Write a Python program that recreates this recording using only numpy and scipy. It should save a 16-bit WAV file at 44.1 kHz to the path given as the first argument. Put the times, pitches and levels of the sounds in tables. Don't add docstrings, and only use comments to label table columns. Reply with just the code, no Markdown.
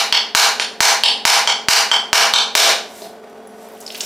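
import sys
import numpy as np
from scipy import signal
from scipy.io import wavfile

SR = 44100
rng = np.random.default_rng(int(sys.argv[2]) if len(sys.argv) > 2 else 0)


def ratio(d):
    e = np.asarray(d, float) / 20
    return 10 ** e


def inscribe(sig):
    pcm = np.round(np.clip(np.atleast_2d(sig).T, -1, 1) * 32767)
    wavfile.write(sys.argv[1], SR, pcm.astype(np.int16))


N = 178716
LEAD = SR // 5
RING_HZ = 3130


# start in seconds, peak in dB before the limiter,
# brightness in dB per octave, hollow ring in dB, blade ring in Hz.
BLOWS = [
    (-.1, 15.5, 0.86, -21, 3900),
    (0.3494, 19.5, 1, -22, 4000),
    (.805, 19, 0.67, -23, 6240),
    (1.2521, 21, 0.96, -26, 5270),
    (1.685, 19.5, 0.87, -24, 4690),
    (2.13, 18.5, 0.26, -19, 5570),
    (2.552, 26, 1.6, -16.5, 3540),
]


def blows(track):
    blade_share_db, blade_q = -4, 9.7
    forces = contacts(count=len(BLOWS), ragged_db=-31, t60=0.016)
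    for (s, db, tilt_db, hollow_db, blade_hz), force in zip(BLOWS, forces):
        shell = ratio(db) * struck_shell(force, tilt_db)
        blade = signal.lfilter(*signal.iirpeak(blade_hz, blade_q, SR), shell)
        hollow = ring(623, db + hollow_db, 0.011) - ring(387, db + hollow_db - 6.5, 0.0073)
        add(track, s, shell + ratio(blade_share_db) * blade)
        add(track, s, hollow)


# mode in Hz, level at resonance in dB, t60 in seconds.
SHELL_MODES = [(460, -13.5, 0.025), (835, 0, 0.025), (1033, -3, 0.01), (1598, -3, 0.0045),
               (2326, -3, 0.007), (2944, -2.5, 0.0056), (4280, -3.5, 0.0029), (5700, -4, 0.0019),
               (6970, -8.5, 0.00098), (9280, -13, 0.00087), (12740, -20.5, 0.0005), (15200, -19, 0.0082)]


def struck_shell(force, tilt_db):
    modes = 0
    for k, (hz, db, t60) in enumerate(SHELL_MODES):
        drive = (-1) ** k / max(t60, 0.001)
        modes = modes + drive * ring(hz, db + tilt_db * np.log2(hz / 1000), t60)
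    sound = signal.fftconvolve(force, modes)
    return sound / np.abs(sound).max()


def contacts(count, ragged_db, t60):
    return signal.unit_impulse(SR // 20) + ratio(ragged_db) * bursts(count, t60)


def bursts(count, t60):
    t = np.arange(SR // 20) / SR
    return rng.standard_normal((count, SR // 20)) * ratio(-60 * t / t60)


# start in seconds, peak in dB, ring t60 in seconds,
# twin mode in dB, knock share in dB.
CLINKS = [
    (.125, 7, 0.006, -6.5, -5.5),
    (0.5974, -9.5, 0.011, 4, 3),
    (1.0357, 7, 0.007, -5.5, -3),
    (1.4741, 0.5, 0.012, -5.5, -3),
    (1.9146, 0, 0.027, -7, -1),
    (2.337, 2, 0.017, 8, 3),
]
# mode in Hz, level in dB, t60 in seconds.
LOOSE_RING = [(2573, -4.5, 0.0046), (3360, -4, 0.013), (4500, -24, 0.0022), (4470, -6.5, 0.017),
              (4990, -13.5, 0.024), (5426, -13, 0.018)]


def clinks(track):
    twin_hz, twin_t60 = 3570, 0.007
    build = 1 - np.exp(-np.arange(SR // 4) / SR / 0.0005)
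    others = sum(ring(*mode) for mode in LOOSE_RING)
    forces = contacts(count=len(CLINKS), ragged_db=-14, t60=0.004)
    for (s, db, t60, twin_db, knock_db), force in zip(CLINKS, forces):
        twin = ring(twin_hz, twin_db, twin_t60)
        overtone = ring(1.194 * twin_hz, twin_db - 10, twin_t60)
        add(track, s, ratio(db) * build * (others - ring(RING_HZ, 0, t60) - twin + overtone))
        knock = struck_shell(butter(force, 2, 9000, "low"), tilt_db=-0.17)
        add(track, s, ratio(db + knock_db) * knock)


def glance(track):
    s, db = 0.5985, -3
    add(track, s, ring(2370, db, 0.009) + ring(RING_HZ, db - 26, 0.012))


# start in seconds, peak in dB.
KNOCKS = [
    (3.02, -4),
]


def knocks(track):
    for s, db in KNOCKS:
        add(track, s, ring(673, db - 21.5, 0.014) + ring(370, db - 27, 0.017) + ring(4100, db - 16, 0.0021))


# start in seconds, level in dB, pitch in Hz, t60 in seconds.
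BANGLES = [
    (3.63, -60, 11700, .08),
    (3.98, -44, 11200, .02),
]


def bangles(track):
    for s, db, hz, t60 in BANGLES:
        add(track, s, ring(hz, db, t60))


# time of the peak in seconds, peak in dB.
RUSTLE = [
    (2.96, -46.5),
    (3.016, -47),
    (3.619, -52.5),
    (3.77, -58),
]


def rustle(track):
    swell_db_per_s, fade_db_per_s = 140.5, 196
    t = np.arange(N) / SR
    level = 0
    for s, db in RUSTLE:
        level = level + ratio(db + np.minimum(swell_db_per_s * (t - s), fade_db_per_s * (s - t)))
    hiss = butter(rng.standard_normal(N), 1, [1500, 14000], "band")
    add(track, 0, hiss * level * ratio(1.5 * drift(60)))


# start in seconds, peak in dB, lowest frequency in Hz.
TICKS = [(3.298, -44, 4000), (3.472, -42, 5000), (3.687, -34, 12500), (3.72, -38, 9500),
         (3.737, -39, 11000), (3.75, -40, 11500), (3.778, -43, 10000), (3.804, -28, 6000),
         (3.946, -27, 7000), (3.9785, -21, 10500), (3.997, -26, 9000), (4.037, -31, 4000)]


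def ticks(track):
    for (s, db, low_hz), burst in zip(TICKS, bursts(count=len(TICKS), t60=0.015)):
        add(track, s, ratio(db) * butter(burst, 2, low_hz, "high"))


# start in seconds, peak in dB, bubble pitch in Hz,
# pitch rise in octaves, splat in dB.
DROPS = [(3.472, -25.5, 10500, .1, -8), (3.7705, -30, 3000, .3, -5), (3.8086, -23, 6700, .8, -1),
         (3.813, -24, 6800, 0.55, 1), (3.8246, -27, 5700, .7, -5), (3.8638, -9, 5130, 0.25, -5.5),
         (3.877, -13, 4400, 0.27, -1), (3.903, -10.5, 3050, 1, -8), (3.921, -27, 5140, 0.27, 12),
         (3.946, -16, 2780, .3, 10.5), (3.9536, -19, 3300, .4, 10), (4.006, 0, 4230, 1.6, -1),
         (4.0118, -5, 5850, 1.06, -7), (4.0364, -25, 3760, .4, -2)]


def drops(track):
    bubble_t60, rise_s = 0.016, 0.0035
    t = np.arange(SR // 20) / SR
    onset = 1 - np.exp(-t / 0.0008)
    for (s, db, hz, rise, splat_db), burst in zip(DROPS, bursts(count=len(DROPS), t60=0.026)):
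        pitch = hz * 2 ** (rise * (np.tanh(t / rise_s) - 0.4))
        bubble = np.sin(2 * np.pi * np.cumsum(pitch) / SR) * ratio(-60 * t / bubble_t60)
        splat = butter(burst, 2, [hz * 0.63, min(hz * 1.63, 19000)], "band")
        add(track, s, ratio(db - 7) * (bubble + ratio(splat_db) * splat) * onset)


def spray():
    end_db, swell_db_per_s, drops_per_s, pitches = -48, 69, 1200, 14
    sizes = ratio(3.2 * np.minimum(rng.exponential(1, N), 4)) * (rng.random(N) < drops_per_s / SR)
    dealt = rng.integers(0, pitches, N)
    out = 0
    for k, hz in enumerate(np.geomspace(4500, 15500, pitches)):
        r = ratio(-60 * hz / 2.1 / SR)
        w = 2 * np.pi * hz / SR
        hits = sizes * (dealt == k) + 1e-18
        out = out + signal.lfilter([0, np.sin(w)], [1, -2 * r * np.cos(w), r * r], hits)
    seconds_left = np.arange(N, 0, -1) / SR
    return np.pad(rms_one(out) * ratio(end_db + 13 - swell_db_per_s * seconds_left), (LEAD, 0))


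# frequency in Hz, t60 in seconds.
ROOM_T60 = [(200, 0.45), (500, 0.49), (1400, 0.4), (3700, 0.39), (9700, 0.32), (15000, 0.29)]
# frequency in Hz, level in dB.
ROOM_LINES = [(424.7, -0.5), (669.6, 2), (802, 0), (960, 3), (1044, -4), (1557, -3.5), (1668, -5),
              (1851, -18.5), (2162, -12), (2275, -2)]
# delay in seconds, level in dB over the diffuse echo.
SLAPS = [
    (0.027, 2.77),
    (0.05, 3.15),
]


def echoes():
    slap_s = 0.0041
    t = np.arange(SR) / SR
    diffuse = sum(pair * ratio(-60 * t / at_hz(ROOM_T60, hz)) for hz, pair in bands(SR))
    lines = 0
    for hz, db in ROOM_LINES:
        lines = lines + ratio(db - 60 * t / at_hz(ROOM_T60, hz) / 0.96) * np.sin(2 * np.pi * hz * t)
    slaps_db = sum(db * np.exp(-((t - s) / slap_s) ** 2) for s, db in SLAPS)
    dip = 1 - 0.34 * np.exp(-((t - 0.012) / 0.0033) ** 2)
    echo = (diffuse + ratio(-21.5) * lines) * ratio(slaps_db) * dip * (t > 0.0025)
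    return echo / np.sqrt(np.sum(echo ** 2) / 2)


def room(far, near, echo):
    far_wet_db, near_wet_db = 4.5, -5.0
    sent = ratio(far_wet_db) * far + ratio(near_wet_db) * near
    wet = signal.fftconvolve(sent[None], echo, axes=1)[:, :len(far)]
    heard = near + butter(far, 2, 8000, "low")
    late = 0.2
    direct = np.array([ratio(-0.5) * heard, signal.lfilter([1 - late, late], [1], heard)])
    return butter(direct + wet, 3, 260, "high")[:, LEAD:]


# order as a multiple of the turning rate, level in dB rms.
DRONE = [(9, -52), (10, -44.5), (11, -52.5), (12, -51), (16, -54), (18, -47.5), (18.5, -50), (19, -45),
         (20, -41), (21, -60.5), (24, -55.5), (28, -49.5), (30.5, -59), (31.5, -43), (32, -63), (36.5, -52),
         (44.5, -70), (49.5, -61), (67.5, -54)]
# frequency in Hz, level in dB rms.
WHINE = [(1857, -69), (3359, -70), (3768, -117), (5787, -70)]


def motor():
    turning_hz = 22.15
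    spread = 1.5
    turn = 2 * np.pi * turning_hz * np.cumsum(1 + 0.00294 * drift(1.39)) / SR
    tones = 0
    for k, db in DRONE:
        tones = tones + ratio(db - 4 + 1.1 * drift(5.4)) * np.sin(k * turn + spread * k * k)
    for hz, db in WHINE:
        tones = tones + ratio(db + 1.5 + 2.0 * drift(4)) * np.sin(turn * hz / turning_hz)
    return tones


# frequency in Hz, level in dB.
AIR = [(40, -12), (160, -23.5), (230, -12), (680, -8), (950, -16), (1770, -24), (3880, -33), (15500, -46)]
# frequency in Hz, width in Hz.
ROOM_NULLS = [(325, 63), (490, 32)]


def air_noise():
    air = sum(pair * ratio(at_hz(AIR, hz)) for hz, pair in bands(N))
    air = butter(air, 2, 110, "high")
    for hz, width in ROOM_NULLS:
        air = signal.lfilter(*signal.iirnotch(hz, hz / width, SR), air)
    return ratio(-42.5) * rms_one(air) * ratio(1.5 * drift(41))


# frequency in Hz, side minus mid in dB.
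SIDE_DB = [(60, -21), (150, -10), (380, -28.5), (950, -27), (2380, -20.5), (5980, -12), (15000, -7.5)]


def bands(length):
    edges = 30 * 2 ** (np.arange(28) / 3)
    white = rng.standard_normal((2, 2, length))
    for k, (low, high) in enumerate(zip(edges, edges[1:])):
        mid, side = butter(white[k % 2], 2, [low, high], "band")
        hz = np.sqrt(low * high)
        yield hz, mid + ratio(at_hz(SIDE_DB, hz)) * side * [[1], [-1]]


def at_hz(points, hz):
    table_hz, values = np.transpose(points)
    return np.interp(np.log(hz), np.log(table_hz), values)


def butter(x, order, hz, kind):
    return signal.sosfilt(signal.butter(order, hz, kind, fs=SR, output="sos"), x)


def rms_one(x):
    return x / np.sqrt(np.mean(x ** 2) + 1e-20)


def ring(hz, db, t60):
    t = np.arange(SR // 4) / SR
    return ratio(db - 60 * t / max(t60, 0.001)) * np.sin(2 * np.pi * min(hz, 20000) * t)


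def drift(rate_hz):
    r = np.exp(-2 * np.pi * rate_hz / SR)
    return rms_one(signal.lfilter([1], [1, -2 * r, r * r], rng.standard_normal(N + SR))[SR:])


def add(track, s, sound):
    at = LEAD + round(s * SR)
    track[at:at + len(sound)] += sound[:len(track) - at]


def scene():
    echo = echoes()
    background = motor() + air_noise()
    far, near = np.zeros(N + LEAD), spray()
    for source in (blows, clinks, knocks, bangles, rustle):
        source(far)
    for source in (ticks, drops, glance):
        source(near)
    return room(far, near, echo) + background


def band_limit(x):
    return signal.sosfilt(signal.butter(12, 15400, fs=SR, output="sos"), x)


def record(dry):
    ceiling_db, release_db_per_s, attack_s = -9.5, 300, 0.002
    start_db = 2.5
    level = signal.lfilter([0.08], [1, -0.92], np.abs(dry).max(axis=0))
    over = np.maximum(20 * np.log10(level + 1e-9) - ceiling_db, 0)
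    over[0] = start_db
    slope = release_db_per_s * np.arange(N) / SR
    held = np.maximum.accumulate(over + slope) - slope
    r = np.exp(-1 / (attack_s * SR))
    reduction_db = signal.lfilter([1 - r], [1, -r], held, zi=[r * start_db])[0]
    limited = dry * ratio(-reduction_db) * ratio([[-0.3], [0]])
    clipped = np.clip(1.662 * np.tanh(limited / 1.431), -1, 1)
    smooth = butter(butter(clipped, 4, 16500, "low"), 1, 70, "high")
    return band_limit(np.clip(smooth, -1, 1))


dry = scene()
out = record(dry)
inscribe(out)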